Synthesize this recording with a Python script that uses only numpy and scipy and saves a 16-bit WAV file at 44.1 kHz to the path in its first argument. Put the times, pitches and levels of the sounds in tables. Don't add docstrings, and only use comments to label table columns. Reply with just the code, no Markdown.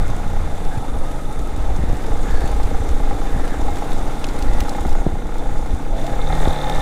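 import sys
import numpy as np
from scipy import signal
from scipy.fft import rfft, irfft
from scipy.io import wavfile
from scipy.ndimage import uniform_filter1d

SR = 44100
rng = np.random.default_rng(int(sys.argv[2]) if len(sys.argv) > 2 else 0)


def to_wav(sig):
    pcm = np.clip(np.atleast_2d(sig), -1, 1) * 32767
    pcm = np.round(pcm).astype(np.int16)
    wavfile.write(sys.argv[1], SR, pcm.T)


def invert_db(level):
    return 10 ** (np.asarray(level, dtype=float) / 20)


N = 300446
TIME = np.arange(N) / SR

# frequency in Hz, width in Hz, level in dB.
PING_MODES = [(3660, 340, 0), (3950, 300, -5), (2100, 250, -8)]


def evened(x):
    return x / np.sqrt(np.mean(x ** 2) + 1e-20)


def steadied(x, size):
    power = uniform_filter1d(uniform_filter1d(x ** 2, size), size)
    return x / np.sqrt(power + 1e-3)


def curves(rows):
    s, *columns = np.transpose(rows)
    return [np.interp(TIME, s, c) for c in columns]


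def swell(middle_s, length_s):
    return np.cos(np.pi * np.clip((TIME - middle_s) / length_s, -.5, .5)) ** 2


def add(mix, s, sound):
    part = mix[round(s * SR):][:len(sound)]
    part += sound[:len(part)]


def ring(x, modes):
    out = np.zeros(len(x))
    for k, (hz, width, db) in enumerate(modes):
        pole = np.exp((2j * np.pi * hz - np.pi * width) / SR)
        out += (-1) ** k * invert_db(db) * signal.lfilter([1 - abs(pole)], [1, -pole], x).imag
    return out


def ring_twice(x, mode):
    return ring(ring(x, [mode]), [mode])


def noise(spectrum, size, patchy_db, flicker_db):
    frames, hz = 4 * N // size + 5, np.fft.rfftfreq(size, 1 / SR)
    a, b, patches = rng.standard_normal((frames, len(hz), 3)).T
    patches = evened(uniform_filter1d(uniform_filter1d(patches, size=8, axis=0), size=12, axis=1))
    flicker = evened(uniform_filter1d(rng.standard_normal(frames), size=4))
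    f, db = np.transpose(spectrum)
    colour_db = np.interp(np.log(hz + 1), np.log(f + 1), db, left=-90, right=-90)[:, None]
    z = (a + 1j * b) * invert_db(colour_db + patchy_db * patches + flicker_db * flicker)
    return evened(signal.istft(z, nperseg=size, noverlap=3 * size // 4)[1][:N])


def beats(turns, pattern, jitter, spread_db):
    out, cycle = np.zeros(N), np.arange(int(turns[-1]))
    for place, db in pattern:
        late, size = rng.standard_normal((len(cycle), 2)).T
        at = np.searchsorted(turns, cycle + place + jitter * late)
        np.add.at(out, np.minimum(at, N - 1), invert_db(db + spread_db * size))
    return out


def puffs(clicks, decay_s):
    return signal.lfilter([1], [1, -np.exp(-1 / (decay_s * SR))], clicks) * rng.standard_normal(N)


def engine():
    # time in seconds, engine cycles per second in Hz.
    revs = [(0.0, 30.99), (0.45, 28.28), (0.7, 28.22), (1.0, 26.71), (1.7, 25.83), (2.1, 26.77),
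            (3.5, 28.0), (3.8, 28.72), (4.45, 29.06), (4.7, 29.889), (5.3, 29.563), (5.94, 29.752),
            (6.02, 35.823), (6.22, 34.907), (6.35, 39.344), (6.44, 39.086), (6.5, 36.901), (6.82, 36.622)]
    # time in seconds, strength of the burn in dB, gear whirr against the knock 0-1.
    load = [(0, -31.5, 0.9), (.75, -38, 1), (1.1, -39.5, 1), (1.75, -37.5, 1), (2.1, -36.5, 1),
            (2.6, -32, 0.9), (3.3, -34, 1), (3.9, -34, 1), (4.5, -32.5, 1), (4.8, -32, 0), (5.2, -35, 0.9),
            (5.55, -32, 0.1), (5.9, -37.5, 1), (6.1, -34, 0.9), (6.28, -30, 1), (6.5, -25, 1),
            (6.81, -24, 0.9)]
    # time in seconds, then shares 0-1 of intake tick, pinging, throttle wide open, coasting.
    throttle = [(0, .9, 0, 0, 0), (.55, .9, 0, 0, 0), (.65, .9, 0, 0, 1), (2.02, .9, 0, 0, 1),
                (2.1, .9, 0, 0, .1), (3.2, .9, 0, 0, .1), (3.3, .9, 0, 0, .5), (4.15, .9, 0, 0, .5),
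                (4.3, .1, 0, 0, .3), (4.6, .1, 0, 0, 0), (5.93, .1, 0, 0, 0), (5.98, .1, 0, 1, 0),
                (6.19, .1, .1, 1, 0), (6.21, .1, 1, 1, 0), (6.3, .1, 1, 1, 0), (6.81, .1, 1, 1, 0)]
    speed = curves(revs)[0]
    turns = np.cumsum(speed) / SR
    burn_db, whirr = curves(load)
    intake, pinging, wide_open, coasting = curves(throttle)
    extra_db = burn_db + 35
    shaken = cases(turns, whirr, wide_open, coasting)
    body = invert_db(burn_db) * (gear_whine(turns, pinging) + invert_db(-2.0) * shaken)
    body += exhaust(turns, extra_db, wide_open)
    head = valves(turns, intake, pinging, wide_open) + 1.9 * evened(pings(turns, pinging))
    body += invert_db(-58.5 + 0.11 * extra_db + wide_open) * head
    return body + frame_boom(speed, turns, wide_open) + drone(turns) + open_orders(turns, wide_open)


def exhaust(turns, extra_db, wide_open):
    # place in the cycle 0-1, level in dB.
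    pulse = [(.32, 0)]
    # frequency in Hz, width in Hz, level in dB.
    pipe_modes = [(128, 22, -58), (195, 44, 11), (279.2, 20, 22.5), (341, 53, 11), (400, 13, -13),
                  (466, 50, -5.5), (535, 45, -7.5)]
    # time in seconds, pipe strength against the burn in dB, bark of the upper modes in dB,
    # lag of the pulse in cycles.
    filling = [(0, -7.5, -7, 0.0036), (.55, -12, -1, .04), (.9, -3.5, -3.5, 0.055), (1.9, -4, -6, 0.051),
               (2.15, 0, 1, 0.068), (2.6, -4, 2.5, 0.075), (3.6, -1, -4, 0.038), (4.5, -0.5, -8.5, -0.051),
               (5.3, -4.5, -2, -0.067), (5.9, -1.5, -10.5, -0.027), (6.2, -5, 2, -0.021),
               (6.81, 1, -4, -0.044)]
    fill_db, bark_db, lag = curves(filling)
    low = evened(ring(beats(turns - lag, pulse, jitter=.002, spread_db=1.2), pipe_modes[:5]))
    burn = beats(turns, [(.06, 0), (.06 + .13, -4)], jitter=.002, spread_db=1.5)
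    bark = evened(ring(burn, pipe_modes[5:]))
    pipe = invert_db(-13 * wide_open) * low + invert_db(-2.5 + bark_db) * bark
    return invert_db(-34.5 + .4 * extra_db + fill_db) * pipe


def cases(turns, whirr, wide_open, coasting):
    # place in the cycle 0-1, level in dB.
    burn_beats = [
        (.015, 0),
        (.15, -12),
    ]
    # place in the cycle 0-1, level in dB.
    slack_beats = [
        (.5, -6),
        (.66, -5),
    ]
    # time in seconds, extra level in dB.
    hard_firings = [(0.475, 2), (2.118, 6.5), (2.156, 4.5), (2.6, 4), (2.746, 4), (3.11, 8), (3.682, 10),
                    (3.821, 7), (4.682, 6.5), (4.749, 6), (4.782, 5), (4.85, 5), (4.951, 6.5), (5.355, 1),
                    (5.559, 2.5), (6.079, 10), (6.132, 10), (6.19, 9.5), (6.302, 6), (6.329, 8),
                    (6.454, 6.5), (6.537, -6), (6.698, 4)]
    # frequency in Hz, width in Hz, level in dB.
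    case_modes = [(640, 97, -30), (733.6, 2.2, 9.5), (805.8, 18, 9), (856, 32, -3.5), (900, 18, -44),
                  (1208, 24, -1.5), (1900, 120, -42), (2120, 21, -2), (2080, 220, -23)]
    # frequency in Hz, width in Hz, level in dB.
    crack_modes = [(654, 463, -13), (803, 158, 12.5), (1060, 226, -3.5), (1260, 172, 3), (1887, 377, -14.5)]
    knock = (1 - .3 * coasting - .3 * wide_open) * beats(turns, burn_beats, jitter=.003, spread_db=1.1)
    knock *= invert_db(sum(db * (abs(TIME - s) < .009) for s, db in hard_firings))
    slack = beats(turns, slack_beats, jitter=.01, spread_db=2.5)
    knock += (.3 + .75 * coasting + .3 * wide_open) * slack
    blow = .4 * evened(ring(knock, case_modes))
    blow += .12 * evened(ring(puffs(knock, decay_s=.003), case_modes))
    crack = np.zeros(N)
    for mode in crack_modes:
        hz, width, db = mode
        struck = knock + .05 * puffs(knock, decay_s=.002)
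        crack += ring_twice(struck, mode) * width / invert_db(db)
    blow += .85 * evened(crack)
    gears = evened(ring(rng.standard_normal(N), case_modes))
    return evened(blow + .36 * whirr * gears)


def gear_whine(turns, pinging):
    wobble = uniform_filter1d(rng.standard_normal((N, 2)), size=600, axis=0).T
    mesh = 2 * np.pi * 48 * turns
    whine = evened(wobble[0] * np.cos(mesh) + wobble[1] * np.sin(mesh))
    return invert_db(-17 - 3 * pinging) * whine


def valves(turns, intake, pinging, wide_open):
    # frequency in Hz, width in Hz, level in dB.
    head_modes = [(3520, 44, 9), (3620, 140, -3.5), (4320, 46, -5), (4500, 60, -55), (5920, 32, 5),
                  (6850, 51, 3.5), (9240, 170, -9)]
    # middle in seconds, length in seconds, level in dB.
    clatter = (6.02, 0.09, 0.76)
    middle_s, length_s, clatter_db = clatter
    closing = [(.41, 0), (.62, -5), (.06, -6), (.16, -6)]  # (place in the cycle 0-1, dB)
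    ticks = beats(turns, closing, jitter=.005, spread_db=2.5)
    ticks += intake * beats(turns, [(.87, 0)], jitter=.006, spread_db=2.5)
    opening = 1.3 + 2 * invert_db(clatter_db) * swell(middle_s, length_s) ** .5
    open_ticks = beats(turns, [(.77, 0), (.9, -4)], jitter=.006, spread_db=2.)
    ticks += opening * wide_open * (1 - pinging) * open_ticks
    rattle = signal.oaconvolve(ticks, signal.windows.hann(90))[:N] * rng.standard_normal(N)
    shake = .7 * evened(ticks) + .4 * evened(rattle) + .4 * rng.standard_normal(N)
    dry_tick = evened(sum(ring_twice(ticks, mode) for mode in PING_MODES[:2]))
    return (1 + .25 * pinging) * evened(ring(shake, head_modes)) + dry_tick


def frame_boom(speed, turns, wide_open):
    resonance = 1 / (1 + ((4 * speed - 160) / 18) ** 2)
    fourth = invert_db(-37 + 12 * wide_open) * np.sin(2 * np.pi * 4 * turns) * resonance
    return fourth + invert_db(-38) * (1 - wide_open) * np.sin(2 * np.pi * 5 * turns)


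def drone(turns):
    panel = (.06, .6, -27)
    s, length, db = panel
    tone = np.sin(2 * np.pi * 3 * turns) + .28 * np.sin(2 * np.pi * 7 * turns)
    return invert_db(db) * swell(s + length / 2, length) ** .25 * tone


def open_orders(turns, wide_open):
    # multiple of the cycle rate, level in dB, place in the cycle 0-1.
    singing = [(3, -38, .35), (5, -46, .35), (8, -38, .35), (9, -45, .35), (11, -44, .35), (16, -45, .1),
               (17, -45, .1), (19, -45, .1), (22, -39, .1)]
    stack = sum(invert_db(-.1 * k) * np.cos(2 * np.pi * k * (turns - .06 - .08)) for k in range(11, 22))
    sung = sum(invert_db(db) * np.cos(2 * np.pi * k * (turns - place)) for k, db, place in singing)
    return invert_db(-51 - wide_open) * stack + wide_open * sung


def pings(turns, pinging):
    # time in seconds, share lost 0-1.
    soft_burns = [(6.244, .75), (6.299, .75), (6.377, .7), (6.428, .4), (6.671, .4), (6.779, .4)]
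    clicks = pinging * beats(turns, [(.91, 0), (.52, -10), (.7, -14)], jitter=.004, spread_db=1.)
    clicks *= 1 - sum(lost * swell(s - .002, .024) ** .25 for s, lost in soft_burns)
    return sum(ring_twice(clicks + .05 * puffs(clicks, decay_s=.002), mode) for mode in PING_MODES)


def wind():
    # middle in seconds, length in seconds, level in dB.
    gusts = [(0.007, 0.59, -10), (0.38, 0.53, -13.5), (0.678, 0.13, -10), (0.978, 0.32, -12.5),
             (1.43, .2, -15), (1.59, 0.074, -5), (1.72, 0.32, -9), (1.9, 0.17, -5.5), (2.148, 0.28, -9.5),
             (2.35, 0.75, -10.5), (2.367, 0.075, -6.5), (2.616, 0.19, -8.5), (2.737, 0.17, -8.5),
             (2.985, 0.46, -8.5), (3.123, 0.5, -13), (3.37, 0.48, -10.5), (3.663, 0.24, -9),
             (3.983, 0.38, -10.5), (4.31, 0.083, -12), (4.5, 0.26, -5), (4.606, 0.18, -9),
             (4.925, 0.23, -6.5), (5.002, 0.076, -2), (5.11, 0.06, -6), (5.52, 0.51, -11),
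             (5.722, 0.058, -7.5), (5.94, 0.19, -6), (6.26, 0.74, -12), (6.44, 0.26, -8),
             (6.656, 0.14, -19), (6.805, 0.31, -10.5)]
    gust_power = sum((invert_db(db) * swell(s, length)) ** 2 for s, length, db in gusts)
    strength = np.sqrt(invert_db(-17) ** 2 + gust_power)
    out = rumble(strength) + flutter(strength) + buffets() + slaps()
    return .8 * np.tanh(out / .8)


def rumble(strength):
    # frequency in Hz, level in dB per Hz.
    wind_spectrum = [(1.8, -31), (3.0, 6), (22, 5.5), (34, -7), (60, -13.5), (120, -28), (200, -120)]
    air = noise(wind_spectrum, size=8192, patchy_db=-2.6, flicker_db=-3.5)
    heave = signal.sosfiltfilt(signal.butter(2, 16.8, fs=SR, output="sos"), air)
    lumps = steadied(evened(air - heave), size=2500)
    return strength * (invert_db(-4.5) * steadied(heave, size=5000) + invert_db(-8) * lumps)


def flutter(strength):
    # frequency in Hz, level in dB per Hz.
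    flutter_spectrum = [(40, -30), (70, -7.5), (120, -20), (200, -11), (400, -22.5), (900, -21)]
    level = invert_db(-34.5) * (strength / invert_db(-16.5)) ** 0.39
    air = noise(flutter_spectrum, size=512, patchy_db=-3.5, flicker_db=-0.5)
    return level * steadied(air, size=3000)


def buffets():
    # middle in seconds, peak in dB, frequency in Hz.
    thumps = [(0.036, -20, 63), (0.1, -29, 71), (0.291, -26, 73), (0.382, -27, 67), (0.529, -17, 79),
              (0.782, -11.5, 100), (0.932, -20, 55), (0.978, -20, 73), (1.394, -12, 55.4), (1.537, -16, 62),
              (1.695, -24, 65), (1.763, -23, 74), (1.822, -10, 57), (1.895, -23, 69), (1.93, -16, 100),
              (2.115, -16, 88), (2.152, -18, 48), (2.194, -22, 58), (2.255, -18, 57), (2.303, -17, 55),
              (2.344, -3, 49.4), (2.43, -16, 50), (2.505, -9, 50), (2.546, -11.5, 48.3), (2.593, -18, 54),
              (2.653, -8.5, 64.6), (2.81, -7.5, 68.6), (2.905, -6, 53), (3.028, -25, 59), (3.346, -10, 65),
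              (3.393, -16, 55), (3.59, -17, 56), (4.082, -24, 62), (4.289, -23, 57), (4.356, -20, 65),
              (4.428, -11, 53), (4.492, -9, 55), (4.543, -16, 58), (4.617, -9, 68.4), (4.66, -25, 63),
              (4.816, -12, 59), (4.867, -8, 51.3), (4.919, -12, 60), (5.01, -17, 67), (5.08, -15, 89),
              (5.136, -11, 68), (5.561, -24, 49), (5.742, -7.5, 61), (5.916, -24, 81), (6.036, -20, 65),
              (6.124, -18, 56), (6.302, -12, 65), (6.39, -25, 59), (6.49, -7.5, 64), (6.791, -13, 63)]
    out = np.zeros(N)
    for (s, db, hz), start in zip(thumps, rng.random((len(thumps), 1))):
        cycles = hz * (TIME[:SR // 10] - min(s, .05))
        bell = np.exp(-(cycles / .75) ** 2)
        add(out, max(s - .05, 0), invert_db(db - 4.5) * bell * np.cos(2 * np.pi * (cycles + start)))
    return out


def slaps():
    # start in seconds, peak in dB, 60 dB decay in seconds, first suck in dB against the peak.
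    gust_slaps = [(0.096, -15, 0.095, -22), (0.769, -16, 0.084, -10), (1.287, -22, 0.05, 3),
                  (1.788, -6.5, 0.03, -22), (1.835, 5.5, 0.012, -18), (1.896, -12.5, 0.037, -3),
                  (1.928, -18, 0.12, 5), (2.439, -12, 0.029, 1), (3.361, -11, 0.045, -11),
                  (4.857, -18.5, 0.0081, 9), (5.063, 2.5, 0.015, -3.5), (5.0692, -5, 0.047, -37),
                  (5.136, -11, 0.044, -13), (5.739, -20, 0.058, -10), (5.899, -14, 0.03, -14),
                  (6.116, -26, 0.045, 13), (6.472, -14, 0.0073, 15)]
    out, t = np.zeros(N), np.arange(4000) / SR
    hz = 168 * (0.706 + 2.37 * np.exp(-t / 0.0014))
    push = np.sin(2 * np.pi * np.cumsum(hz) / SR) * np.minimum(t / 0.0035, 1) ** 2
    suck = np.exp(-((t - .0035) / 0.00046) ** 2)
    for s, db, t60, suck_db in gust_slaps:
        add(out, s, -invert_db(db + suck_db) * suck)
        add(out, s, invert_db(db - 60 * t / t60) * push)
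    return out


def road():
    # time in seconds, water thrown up by the tyres in dB.
    spray = [(0, -44), (.8, -46), (1.3, -46.5), (2.4, -42.5), (3.1, -43), (4.3, -42.5), (4.8, -42.5),
             (5.2, -48.5), (5.5, -46), (5.8, -46.5), (5.93, -48), (5.98, -42.5), (6.1, -43), (6.25, -43.5),
             (6.43, -37.5), (6.58, -42), (6.81, -39.5)]
    # frequency in Hz, level in dB per Hz.
    hiss_spectrum = [(1350, -40), (2300, -4.5), (3170, -10), (3570, 2), (4260, -8), (5380, -6), (6730, -4),
                     (8900, -6.5), (14700, -18), (15600, -15)]
    # frequency in Hz, level in dB per Hz.
    roar_spectrum = [(100, 10.5), (250, 5.5), (600, 7), (950, 3), (1500, -1.5), (2200, -7), (2500, -11),
                     (5000, -20)]
    spray_db = curves(spray)[0]
    falls = rng.random(N) < 25 / SR
    drops = invert_db(10 * np.minimum(rng.exponential(1, N), 1.8)) * falls
    grain = 1 + 0.28 * signal.lfilter([1], [1, -np.exp(-1 / (0.0027 * SR))], drops)
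    hiss = evened(grain * noise(hiss_spectrum, size=256, patchy_db=1.0, flicker_db=0.8))
    roar = noise(roar_spectrum, size=512, patchy_db=0.9, flicker_db=1.53)
    return invert_db(spray_db - 2.2) * hiss + invert_db(spray_db + 9.5) * roar


def whistles():
    # start in seconds, length in seconds, frequency in Hz, width in Hz, level in dB.
    whistling = [(0.621, 1.3, 1278, 75, -45.5), (0.696, 0.089, 1640, 120, -43),
                 (1.748, 0.31, 1800, 300, -46.5), (2.2, 0.13, 6800, 350, -50),
                 (2.228, 0.3, 1700, 200, -40.5), (2.247, 0.35, 4500, 350, -52),
                 (3.188, 0.49, 1740, 320, -42), (4.401, 0.29, 1970, 150, -45),
                 (4.926, 0.11, 6740, 400, -52), (5.4, 0.28, 6800, 400, -60), (5.861, 0.3, 675, 60.5, -34.5),
                 (0.6, 0.28, 816, 80, -35), (1.12, 0.065, 820, 80, -37), (1.25, 0.11, 825, 80, -39.5),
                 (1.618, 0.087, 830, 80, -41.5), (0.307, 1.4, 9300, 2500, -55)]
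    out = np.zeros(N)
    for s, length, hz, width, db in whistling:
        air = rng.standard_normal(SR * 2)[:round(length * SR)]
        tone = ring_twice(air, (hz, 1.6 * width, 0))
        add(out, s, invert_db(db) * evened(tone) * signal.windows.tukey(len(air), .6))
    return out


def splashes():
    # start in seconds, peak in dB, centre in Hz, 60 dB decay in seconds, width in octaves.
    strikes = [(1.5105, -31, 3550, 0.04, 1.8), (2.1694, -38, 5790, 0.04, 1.5),
               (2.476, -14, 2570, 0.023, 5.4), (2.629, -23, 3800, 0.087, 2.4),
               (3.3064, -33, 2500, 0.04, 1.8), (3.477, -21.5, 3430, 0.052, 1.8),
               (3.66, -29, 3490, 0.03, 1.7), (3.917, -16, 3800, 0.027, 1.2), (4.154, -27, 3510, 0.04, 1.7),
               (4.2418, -3.5, 3170, 0.018, 1.5), (4.286, -16, 2780, 0.042, 1.6),
               (4.365, -21, 2800, 0.02, 1.2), (4.388, -17, 8000, 0.025, 3),
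               (4.423, -10.5, 4550, 0.024, 1.3), (4.532, -19, 2790, 0.035, 3.3),
               (4.604, -4.5, 5050, 0.02, 4.3), (4.683, -26, 4000, 0.02, 2.5),
               (4.692, -10.5, 6500, 0.026, 1.5), (4.7566, -29, 3410, 0.04, 1.3),
               (4.926, -19, 3520, 0.034, 3.3), (5.5794, -25, 2800, 0.04, 2.5),
               (6.065, -14, 3490, 0.023, 2.7), (6.696, -5, 3520, 0.013, 2.2)]
    out = np.zeros(N)
    t, f = np.arange(4096) / SR, np.fft.rfftfreq(4096, 1 / SR) + 1
    for (s, db, hz, t60, octaves), burst in zip(strikes, rng.standard_normal((len(strikes), 4096))):
        snap = np.diff(burst) * np.exp(-t[1:] / 0.00068)
        add(out, s, invert_db(db - 47 + 5 * octaves) * snap)
        band = np.exp(-(np.log2(f / hz) / octaves) ** 2) / (1 + (f / 9000) ** 2)
        burst = evened(irfft(rfft(burst) * band))
        add(out, s, invert_db(db - 14.5 - 60 * t / t60) * burst * np.minimum(t / .0015, 1))
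    return out


def scene():
    return (engine() + wind() + road() + whistles() + splashes())[None]


def band_limit(x):
    return signal.sosfilt(signal.butter(12, 15750, fs=SR, output="sos"), x)


def record(dry):
    low_pass = signal.firwin(511, 15700, window=("kaiser", 9), fs=SR)
    mix = signal.oaconvolve(dry, low_pass[None], "same")
    return band_limit(mix)


dry = scene()
out = record(dry)
to_wav(out)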